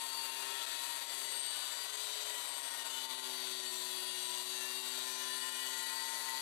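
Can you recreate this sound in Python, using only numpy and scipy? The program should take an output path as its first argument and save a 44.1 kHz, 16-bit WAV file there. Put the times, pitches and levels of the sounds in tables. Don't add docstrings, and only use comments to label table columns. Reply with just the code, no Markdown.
import sys
import numpy as np
from scipy import signal
from scipy.fft import rfft, irfft
from scipy.io import wavfile
from scipy.ndimage import uniform_filter1d, map_coordinates

SR = 44100
rng = np.random.default_rng(int(sys.argv[2]) if len(sys.argv) > 2 else 0)


def natural_amplitude(level_db):
    exponent = np.asarray(level_db, float) / 20
    return 10 ** exponent


def store_pcm(level_fs):
    pcm = np.round(np.clip(level_fs, -1, 1) * 32767).astype(np.int16)
    wavfile.write(sys.argv[1], SR, np.atleast_2d(pcm).T)


N = 282681

# f/Hz, level/dB
TAPE_HISS = [(20, -2), (60, -16), (150, -24), (1200, -20), (7800, -23), (10500, -30), (22000, -34)]
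HISS_DB, PILOT_HZ, PILOT_DB = -94.5, 8000.4, -101
# t/s, depth/dB, width/s
DROPOUTS = [(0.089, 1.5, 0.061), (0.311, 4.5, 0.013), (0.359, 2.5, 0.025), (0.659, 10, 0.0054),
            (0.783, 1.5, 0.012), (1.005, 3, 0.014), (1.06, 3.5, 0.056), (1.872, 3, 0.022),
            (1.92, 4.8, 0.02), (1.966, 5, 0.0084), (2.245, 2.5, 0.015), (2.616, 2.5, 0.03),
            (2.697, 3, 0.012), (2.839, 5, 0.015), (2.893, 3, 0.012), (3.08, 6, 0.031), (3.167, 3.5, 0.028),
            (3.211, 3.5, 0.035), (3.501, 0.5, 0.019), (3.573, 2, 0.025), (3.62, 2.5, 0.02),
            (3.702, 1.9, 0.021), (4.048, 0, 0.025), (4.144, 1.5, 0.025), (4.451, 3.5, 0.042),
            (4.489, 3, 0.0063), (4.821, 2, 0.041), (5.301, 0, 0.025), (5.506, 2, 0.023),
            (5.854, 2.5, 0.016)]
# f/Hz, level/dB
FAINT_LIMIT = [(3000, -10), (4300, -8), (5400, -6), (7000, -7), (8500, -9), (9200, -2.5), (10500, -6),
               (12500, -3), (13700, .5), (14300, -.5), (15000, .5), (15700, 2)]
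TRACK_DB = 7

# t/s, speed/(turns per s)
BLADE_SPEED = [(0, 132.1), (.32, 131.3), (.8, 135.0), (1.3, 133.1), (1.66, 135.2), (2.02, 140.3),
               (2.27, 140.1), (2.72, 133.6), (3.4, 126.3), (3.84, 123.2), (4.08, 123.7), (4.34, 122.8),
               (4.64, 125.3), (5.1, 127.6), (5.28, 126.7), (5.5, 128.2), (6.2, 130.8), (6.41, 130.1)]

GEAR_MULTIPLES = (2.108, 2.79)
# t/s, length/s, level/dB
GEAR_SWELLS = [
    [(.8, 0.46, -75), (1.8, .5, -81), (2.4, 0.8, -78)],
    [(.6, 0.59, -75), (1.2, 1, -75), (2.9, 0.72, -76)],
]
GEAR_DB = -87

HUM_MULTIPLES = (2, 3, 7, 8, 10, 11, 13, 14, 15, 19)
# t/s, length/s, level/dB
HUM_CATCHES = [
    [(1.3, 0.26, -80)],
    [(.5, .3, -63.5), (1.3, .5, -68)],
    [(.8, 0.79, -59.5), (2.5, 0.56, -62), (3.1, 0.2, -54), (6.1, 0.35, -55)],
    [(4.3, 0.17, -56.5), (5.4, 0.84, -56)],
    [(0.603, 0.32, -59)],
    [(1.6, 0.86, -64), (2.9, 0.49, -62.5), (5.7, 0.65, -59.5)],
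    [(.7, 1.1, -63), (1.6, 0.54, -63), (5.7, 2.1, -69)],
    [(2.7, 0.52, -62), (4.64, .2, -55.5), (5.4, 0.84, -56.5), (5.9, 1, -60)],
    [(1.2, 0.48, -60), (3.6, 0.85, -70), (4.1, 0.42, -64), (5.9, 1, -53.5)],
    [(.65, 0.81, -60.5), (5.5, 2, -62)],
]
# f/Hz, width/Hz, level/dB
HOUSING_MODES = [(254.6, 21.3, -66.5), (373.7, 29.3, -60), (419, 8.2, -62.5), (923, 59, -58.5),
                 (984.5, 50, -62.5), (1037.6, 92, -63.5), (1329, 44, -67.5), (1400, 82, -66.5),
                 (1871, 68, -62), (1939, 38, -59.5)]
HOUSING_DB = -79.5

WHINE_MULTIPLES = (21, 22, 23, 27, 29, 30, 34, 35, 36)
# t/s, length/s, level/dB
WHINE_CATCHES = [
    [(.3, 0.87, -56.5), (4, .4, -63)],
    [(1.55, 0.89, -56.5), (2.25, 0.49, -56), (2.85, 0.3, -57.5), (4.75, 0.37, -52)],
    [(1.5, .3, -60), (3.02, 0.25, -53), (4.25, 0.5, -54), (5.55, 0.74, -52.5)],
    [(1.65, .3, -57), (2.15, 0.49, -55.5), (3.0, 0.56, -54.5), (5.37, 0.63, -58), (4.04, 0.54, -56.5)],
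    [(.8, .4, -59), (1.6, 0.44, -54), (3.7, 1, -58)],
    [(1.5, .7, -58), (3.5, .5, -56), (4.85, 0.94, -53), (5.95, 0.65, -56.5)],
    [(.1, 0.4, -54), (1.6, 0.85, -52.5), (3.65, 0.82, -61), (6.25, .4, -54)],
    [(5, 0.35, -56), (5.75, 0.39, -53.5)],
    [(3.55, 0.54, -49.5), (4.5, 0.26, -59), (5.2, 0.42, -65)],
]
WHINE_DB = -68

# t/s, pressure as level/dB, seating of the rim in the groove/dB
CUT_PUSH = [(0, -53, 3.5), (.3, -53, 2.5), (.6, -46, 2.5), (.85, -50, 4.5), (1.3, -49.5, -1.5),
            (1.6, -46.5, -1), (1.8, -51, 2.5), (2.05, -47, -1), (2.6, -52.5, 0), (3.4, -48, -0.5),
            (3.65, -49, 0), (4, -51.5, 0.5), (4.25, -46.5, 1), (4.6, -52.5, 1), (5, -50, 0.5),
            (5.6, -48.5, -0.5), (6, -51, 7), (6.41, -50, 6.5)]
COLOUR_HZ = [700, 2300, 3400, 4150, 4540, 5100, 7000, 8500, 9300, 14000]
# f/Hz, level/dB
SCRAPE_COLOUR = [(30, -24.5), (200, -31.5), (330, -15.5), (450, -11), (600, -1), (1250, -8.5), (2400, 0),
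                 (3600, 2), (5350, -3.5), (7000, -9.5), (9150, -4.5), (10500, -2.5), (12800, -1.5),
                 (13900, -12.5), (14600, -5.5), (15700, -23)]
# f/Hz, width/Hz, level/dB
BLADE_MODES = [(1050, 304, 0), (1450, 280, -2.5), (1894, 300, -1), (2980, 93, 4), (3447, 420, 3.5),
               (3915, 510, 6.5), (4561, 214, 9), (5924, 193, 1), (6540, 314, 0.5), (7590, 730, 2),
               (8465, 300, 7.5), (9810, 490, 0), (10780, 650, -3), (13000, 300, -20), (13300, 250, -18),
               (14400, 400, -27)]
TURN_REPEAT = [(1, .2, 20), (6, .1, 20), (9, .55, 9), (18, .55, 7), (22, .8, 11), (36, .8, 10),
               (45, .68, 5), (62, .62, 3.5), (85, .62, 4), (120, .55, 3)]
# t/s, level/dB
WATER_SPRAY = [
    (0, 1),
    (1.2, 1.5),
    (2.2, 0),
    (2.7, -0.5),
    (3.3, -0.5),
    (4.3, 1.5),
    (5.4, 1),
    (5.9, 3),
    (6.41, 2),
]
# t/s, length/s, level/dB
RING_FLARES = [
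    [(.2, 0.18, 12), (1.4, 0.23, 3.5), (2.4, 0.22, -4), (3.3, 0.77, -5), (3.8, .2, 2), (4.8, .2, 3),
     (5.4, 0.27, 8), (6, .2, 8.5), (6.41, 0.27, 5)],
    [(1.5, .6, 4.5), (2.35, 0.43, 2.5), (3.5, 0.98, -2), (4.3, 0.49, 2.5), (5.8, 0.74, 3), (6.41, 0.35, -3)],
]
# t/s, length/s, level/dB
FLARES_6KHZ = [
    (2, .5, 0.5),
    (4.454, .3, 1.5),
    (5.2, 0.43, 3),
    (6.25, 0.57, 2.5),
]
LOW_STEADY, RING_STEADY, SHRILL_STEADY = .8, 1, .9
LOW_DB_PER_TURN = 0.1724
LOW_SEATING = 0.21
RINGING = 0.16


def evened(x):
    return x / np.sqrt(np.mean(abs(x) ** 2) + 1e-30)


def read(points, hz):
    f, value = np.transpose(points)
    return np.interp(np.log(hz + 1), np.log(f + 1), value)


def columns(rows, t):
    s, *values = np.transpose(rows)
    return np.array([np.interp(t, s, v) for v in values])


def drift(hz, count):
    noise = rng.standard_normal((count, N // 44 + 600))
    coarse = signal.lfilter(*signal.butter(2, hz / 500), noise)[:, 500:]
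    return np.array([np.interp(np.arange(N) / 44, np.arange(len(c)), evened(c)) for c in coarse])


def bump(t, s, length):
    return np.exp(-(2 * (t - s) / length) ** 2)


def modes(rows, hz):
    return sum(natural_amplitude(2 * db) / (1 + (2 * (hz - f) / width) ** 2) ** 2 for f, width, db in rows)


def tape_hiss():
    colour = natural_amplitude(read(TAPE_HISS, np.fft.rfftfreq(N, 1 / SR)))
    hiss = irfft(rfft(rng.standard_normal((2, N))) * colour, N)
    return natural_amplitude(HISS_DB) * evened(hiss)


def blade_turns():
    speed = uniform_filter1d(columns(BLADE_SPEED, np.arange(N) / SR)[0], 4000)
    return np.cumsum(speed * (1 + 0.00084 * drift(19.9, count=1)[0])) / SR


def tones(turns, multiples, usual, catches, waver_db, waver_hz, slip):
    t = np.arange(0, N / SR + .02, .01)
    level_waver = drift(waver_hz, count=len(multiples))
    phase_waver = drift(waver_hz, count=len(multiples))
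    sound = np.zeros(N)
    for k, rows, w, p in zip(multiples, catches, level_waver, phase_waver):
        caught = sum(natural_amplitude(2 * db) * bump(t, s, length) ** 2 for s, length, db in rows)
        size = np.interp(np.arange(N) / SR, t, np.sqrt(2 * (usual(t, k) + caught)))
        looseness = min(k / 7, 1)
        phase = 2 * np.pi * (k * turns + rng.random()) + slip * p * looseness
        sound += size * natural_amplitude(waver_db * w * looseness) * np.sin(phase)
    return sound


def gearbox(turns):
    return tones(turns, GEAR_MULTIPLES, lambda t, k: natural_amplitude(2 * GEAR_DB), GEAR_SWELLS,
                 waver_db=0.5, waver_hz=3.5, slip=0.21)


def hum_power(t, k):
    seating_db = columns(CUT_PUSH, t)[1] * (k > 3)
    housing = natural_amplitude(2 * HOUSING_DB) + modes(HOUSING_MODES, k * columns(BLADE_SPEED, t)[0])
    return housing * natural_amplitude(2 * seating_db)


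def hum(turns):
    return natural_amplitude(-.5) * tones(turns, HUM_MULTIPLES, hum_power, HUM_CATCHES,
                            waver_db=2.5, waver_hz=15, slip=0.39)


def whine_power(t, k):
    return natural_amplitude(2 * WHINE_DB) * (1 + modes(BLADE_MODES, k * columns(BLADE_SPEED, t)[0]))


def whine(turns):
    return natural_amplitude(-1.06) * tones(turns, WHINE_MULTIPLES, whine_power, WHINE_CATCHES,
                              waver_db=2.55, waver_hz=16.7, slip=0.81)


def rim(turns):
    rows, k = int(turns[-1]) + 60, np.arange(1, 121)
    multiple, share, memory = np.transpose(TURN_REPEAT)
    share = np.clip(np.interp(k, multiple, share), 0, .99)
    keep = np.exp(-1 / np.interp(k, multiple, memory))
    z = rng.standard_normal((rows, 120)) + 1j * rng.standard_normal((rows, 120))
    worn = [signal.lfilter([np.sqrt(1 - r * r)], [1, -r], c) for r, c in zip(keep, z.T)]
    worn = np.array(worn).T[50:]
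    worn = worn / np.sqrt(abs(worn) + .05) * 1.25
    sung = np.isin(k, tuple(HUM_MULTIPLES) + tuple(WHINE_MULTIPLES))
    worn = worn * np.where(sung, .25, 1)
    spectrum = np.pad(worn * np.sqrt(share), ((0, 0), (1, 0)))
    pattern = irfft(spectrum, 2048) * 2048 / np.sqrt(4 * 165)
    pattern = np.hstack([pattern, pattern[:, :1]])
    return map_coordinates(pattern, [turns, turns % 1 * 2048], order=1), (k, share)


def colour_changes(t, speed):
    level_db, seating_db = columns(CUT_PUSH, t)
    ease = level_db.mean() - level_db
    low = LOW_STEADY * ease + LOW_DB_PER_TURN * (speed - speed.mean())
    ring, shrill = (steady * ease + sum(db * bump(t, s, length) for s, length, db in rows)
                    for steady, rows in zip((RING_STEADY, SHRILL_STEADY), RING_FLARES))
    six = sum(db * bump(t, s, length) for s, length, db in FLARES_6KHZ)
    top = ease + columns(WATER_SPRAY, t)[0]
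    change_db = np.array([low, 0.93 * low + LOW_SEATING * seating_db, 0 * t, 0 * t, ring,
                          0.53 * ease + six, top + six, shrill, top, top])
    return level_db, change_db


def grind(turns):
    repeated, (k, share) = rim(turns)
    bite = natural_amplitude(1.7 * np.cos(2 * np.pi * turns) + 1.2 * drift(67, count=1)[0])
    hz, t, again = signal.stft(repeated, SR, nperseg=1024, noverlap=768)
    fresh = signal.stft(evened(bite * rng.standard_normal(N)), SR, nperseg=1024, noverlap=768)[2]
    speed = columns(BLADE_SPEED, t)[0]
    order = hz[:, None] / speed
    swell_db = 1.93 * drift(2.37, count=len(BLADE_MODES))[:, np.minimum(t * SR, N - 1).astype(int)]
    plain = natural_amplitude(2 * read(SCRAPE_COLOUR, hz))[:, None]
    swelling = [(f, width, db + s) for (f, width, db), s in zip(BLADE_MODES, swell_db)]
    body = plain + modes(swelling, hz[:, None])
    fresh_share = 1 - np.interp(order, k, share)
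    drive = (1 - plain / body) ** RINGING * again + np.sqrt(fresh_share) * fresh
    level_db, change_db = colour_changes(t, speed)
    tilt_db = np.array([np.interp(np.log(hz + 1), np.log(COLOUR_HZ), c) for c in change_db.T]).T
    sound = drive * np.sqrt(body) * natural_amplitude(tilt_db + level_db)
    return natural_amplitude(7.5) * signal.istft(sound, SR, nperseg=1024, noverlap=768)[1][:N]


def scene():
    turns = blade_turns()
    saw = gearbox(turns) + hum(turns) + whine(turns) + grind(turns)
    saw = saw * natural_amplitude(0.58 * drift(20, count=1)[0])
    return np.array([natural_amplitude(TRACK_DB) * saw, np.zeros(N)])


def lose_faint_patches(x):
    hz, t, z = signal.stft(x, SR, nperseg=2048, noverlap=1024, window="cosine")
    patch = uniform_filter1d(uniform_filter1d(abs(z) ** 2, size=8, axis=0), size=2, axis=1)
    patchy_db = 1.3 * np.repeat(rng.standard_normal((len(t), 33)), 32, axis=1).T[:len(hz)]
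    moment_db = .8 * drift(1.5, count=1)[0, np.minimum(t * SR, N - 1).astype(int)]
    limit = natural_amplitude(2 * (read(FAINT_LIMIT, hz)[:, None] + patchy_db + moment_db))
    usual = uniform_filter1d(patch, size=24, axis=1)
    limit = limit * usual * (hz[:, None] > 2500)
    kept = np.where(patch > limit, 1, .005)
    return signal.istft(z * kept, SR, nperseg=2048, noverlap=1024, window="cosine")[1][:N]


def top_cut(x):
    return signal.sosfilt(signal.butter(12, 15740, fs=SR, output="sos"), x)


def record(dry):
    t = np.arange(N) / SR
    power_db = 10 * np.log10(uniform_filter1d(dry[0] ** 2, 2600) + 1e-12)
    gain_cut_db = 0.45 * (power_db - power_db.mean())
    dropout_db = sum(db * np.exp(-(1.9 * (t - s) / width) ** 2) for s, db, width in DROPOUTS)
    hiss = tape_hiss()
    tape = .075 * np.tanh(dry[0] * natural_amplitude(-gain_cut_db - dropout_db) / .075)
    live = lose_faint_patches(tape) + hiss[0]
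    pilot = natural_amplitude(PILOT_DB) * np.sin(2 * np.pi * PILOT_HZ * t)
    empty = dry[1] + hiss[1] + pilot
    return top_cut(np.array([live, empty]))


dry = scene()
out = record(dry)
store_pcm(out)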